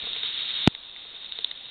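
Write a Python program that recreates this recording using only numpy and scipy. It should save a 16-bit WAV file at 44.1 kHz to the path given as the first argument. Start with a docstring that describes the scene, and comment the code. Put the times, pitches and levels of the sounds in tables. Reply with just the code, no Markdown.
"""Steady rain on wet ground and grass, with single drops landing close by.
It is heard through a small camera microphone whose port rings near 3.7 kHz; a hand bumps
the camera softly at the start. One drop hits the microphone itself: the pop overloads the
recorder, whose gain control turns the rain down and then creeps back up."""
import sys
import numpy as np
from scipy import signal
from scipy.fft import rfft, irfft
from scipy.io import wavfile
from scipy.ndimage import uniform_filter1d, minimum_filter1d

SR = 44100
rng = np.random.default_rng(int(sys.argv[2]) if len(sys.argv) > 2 else 0)


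def wrap_up_sound(samples):
    """Save the sound to the file named by the first command line argument, as 16-bit audio."""
    columns = np.atleast_2d(samples).T
    # keep every value between -1 and 1, then stretch to whole-number steps
    tamed = np.clip(columns, -1, 1)
    steps = np.round(tamed * 32767).astype(np.int16)
    wavfile.write(sys.argv[1], SR, steps)


N = 74970

# Response of the microphone port. Each row: frequency in Hz, gain in dB.
PORT_RESPONSE = [(20, -22), (1500, -28.5), (2400, -18.5), (3000, -10), (3400, -2.5), (3690, 3), (3850, -1),
                 (4000, -14), (4220, -10.5), (4380, -23.5), (4520, -41), (4700, -61.5), (5200, -79.5)]
DROP_LOW_CUT_HZ = 554


def near_drops(t):
    """Close by, each drop ticks, ticks again as the water falls back, splashes and rings the ground."""
    # Each row: start in seconds, tick in dB, rebound delay in seconds, rebound in dB relative to
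    # the tick, splash in dB, hollow plop in dB.
    drops = [(.038, -40, .00108, -12.5, -51, -32.5), (.070, -13, .00108, -14, -45.5, -25),
             (.1330, -13, .00108, -4.5, -41, -58.5), (.163, -25, .00108, -4.5, -24.5, -28.5),
             (.2335, -13, .00081, -3.5, -20.5, -31), (0.75, -3.5, .00108, -0.5, -14, -54),
             (.963, -12, .00081, -5, -14, -51), (1.052, -26.5, .00108, -11.5, -25.5, -24.5),
             (1.141, -28, .00108, -9, -29, -26), (1.2462, -11.5, .00108, -6, -30.5, -57.5),
             (1.263, -15.5, .00108, -3.5, -37, -56), (1.3225, -3, .00135, -6.5, -30.5, -51.5),
             (1.3883, -0.5, .00163, -7, -17.5, -16), (1.4463, 4, .00027, -5, -16.5, -44.5),
             (1.5134, -4, .00163, -4, -14, -53), (1.657, -14.5, .00108, -6, -36.5, -51.5)]
    # Ring of soaked ground. Each row: frequency in Hz, dB relative to the plop, seconds to fall 60 dB.
    ground_modes = [(462, -2, 0.066), (712, -2.5, 0.02), (1080, -2.5, .012), (1500, -5, .005)]
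    detunes = 1 + 0.015 * rng.standard_normal((len(drops), 2))
    ticks, body = np.zeros(N), np.zeros(N)
    for drop, (splash_tune, plop_tune) in zip(drops, detunes):
        start, tick_db, delay, rebound_db, splash_db, plop_db = drop
        hit = int(start * SR)
        ticks[hit] += undb(tick_db)
        ticks[hit + round(delay * SR)] += undb(tick_db + rebound_db)
        body += undb(splash_db) * ring(t - start, hz=2090 * splash_tune, t60=0.0066)
        for hz, db, t60 in ground_modes:
            body += undb(plop_db + db) * ring(t - start, hz * plop_tune, t60)
    body = colour(body, PORT_RESPONSE) / undb(PORT_RESPONSE[0][1])  # unity gain at the bass end
    return cut(port_ring(ticks) + body, "high", DROP_LOW_CUT_HZ)


def port_ring(ticks):
    """Ticks ring the microphone port; a tick of size 1 peaks at 1."""
    unit_peak = colour(signal.unit_impulse(N, "mid"), PORT_RESPONSE).max()
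    return colour(ticks, PORT_RESPONSE) / unit_peak


def microphone_pop(t):
    """A drop cracks on the port and pushes the diaphragm, which springs back as the pressure leaks away."""
    hit_s, push_s, edge_s, spring_back_db = .67515, .00186, .00009, 1.4
    crack_hz, crack_lead_s, crack_width_s = 3150, .00012, .00034
    pop_db, crack_db, leak_hz = 18, -5.5, 132

    def step(at_s):
        return .5 + .5 * np.tanh(2 * (t - at_s) / edge_s)

    age = t - (hit_s - crack_lead_s)
    crack = np.cos(2 * np.pi * crack_hz * age) * np.exp(-(age / crack_width_s) ** 2)
    push = step(hit_s) - undb(spring_back_db) * step(hit_s + push_s)
    return undb(pop_db) * (undb(crack_db) * crack - cut(push, "high", leak_hz))


def patter():
    """All around, small drops tick at random, most weak and a few strong."""
    drops_per_s, spread_db = 1400, 3
    when, strength = rng.random((int(drops_per_s * N / SR), 2)).T
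    size = undb(spread_db * np.minimum(-np.log(1 - strength), 5))
    ticks = np.bincount((when * N).astype(int), size, N)
    ringing = colour(ticks - ticks.mean(), PORT_RESPONSE)
    return level(cut(ringing, "high", DROP_LOW_CUT_HZ), db=-33.5)


def far_rain():
    """Farther off, countless drops merge into a hiss that flickers a little."""
    # Spectrum of the hiss. Each row: frequency in Hz, relative density in dB.
    hiss_spectrum = [(20, -17), (60, -8.5), (150, -3.5), (350, -4), (700, -4.5), (1500, 6), (2400, 0),
                     (3200, -5), (4500, -5.5)]
    flicker_db = 1.0
    hiss = colour(rng.standard_normal(N), hiss_spectrum)
    return level(colour(hiss, PORT_RESPONSE), db=-30) * undb(flicker_db * walk(rate=45))


def handling(t):
    """The hand shifts on the camera: short dull bumps."""
    # Each row: centre of the bump in seconds, level in dB.
    bumps = [(0.038, -41), (.108, -46.5), (.130, -50)]
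    width_s = 0.013
    rumble = level(cut(rng.standard_normal(N), "low", hz=320), db=0)
    return rumble * sum(undb(db) * np.exp(-((t - centre) / width_s) ** 2) for centre, db in bumps)


def undb(db):
    return 10 ** (np.asarray(db) / 20)


def level(x, db):
    """Scale to an rms level."""
    return x * undb(db) / np.sqrt(np.mean(x ** 2))


def cut(x, passes, hz):
    """Second-order filter that passes the "low" or the "high" side."""
    return signal.sosfilt(signal.butter(2, hz, passes, fs=SR, output="sos"), x)


def colour(x, points):
    """Filter by a curve of (Hz, dB) points."""
    hz, db = np.array(points, float).T
    bin_hz = np.maximum(np.fft.rfftfreq(2 * N, 1 / SR), 1)
    gain = undb(np.interp(np.log(bin_hz), np.log(hz), db))
    return irfft(rfft(x, 2 * N) * gain)[:N]


def walk(rate):
    """Random levels held 1 / rate s and smoothed twice; spread of 1."""
    hold = int(SR / rate)
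    steps = np.repeat(rng.standard_normal(N // hold + 1), hold)
    smooth = uniform_filter1d(uniform_filter1d(steps, hold), hold)[:N]
    return smooth / smooth.std()


def ring(age, hz, t60):
    """A damped sine that starts at age 0."""
    age = np.maximum(age, 0)
    return np.sin(2 * np.pi * hz * age) * np.exp(-np.log(1000) * age / t60)


def scene():
    """Rain near and far, at one hand-held microphone over wet ground."""
    # Strength of the shower. Each row: time in seconds, gain in dB.
    shower = [(0, -.5), (.3, -0.5), (.65, 0.5), (.85, 0), (1.1, 1.5), (1.35, 2), (1.55, -1.5), (1.7, 0)]
    t = np.arange(N) / SR
    swell = undb(np.interp(t, *np.array(shower).T))
    rain = (far_rain() + patter()) * swell
    return (rain + near_drops(t) + microphone_pop(t) + handling(t))[None]


def record(dry):
    """Gain control ducks at once on a peak and recovers slowly; what is still too loud clips."""
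    # The recorder's faint steady noise. Each row: frequency in Hz, relative density in dB.
    self_noise = [(20, 3.5), (100, -2.5), (300, -1), (1000, -1), (4200, -16), (4700, -53.5), (5200, -72)]
    limit_db, start_duck_db, recover_db_per_s, lookahead_s = 3.5, 4, 3.5, .001
    clip_level, top_hz = .71, 15800
    recovery_db = recover_db_per_s * np.arange(N) / SR
    over_db = np.maximum(20 * np.log10(np.abs(dry[0]) + 1e-9) - limit_db, 0)
    duck_db = np.maximum.accumulate(np.maximum(over_db + recovery_db, start_duck_db)) - recovery_db
    gain = minimum_filter1d(undb(-duck_db), 2 * int(lookahead_s * SR) + 1)
    clipped = np.clip(dry * gain, -clip_level, clip_level)
    noisy = clipped + level(colour(rng.standard_normal(N), self_noise), db=-58.5)
    dull = cut(noisy, "low", hz=8500)
    return signal.sosfilt(signal.ellip(8, .2, 70, top_hz, fs=SR, output="sos"), dull)


dry = scene()
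out = record(dry)
wrap_up_sound(out)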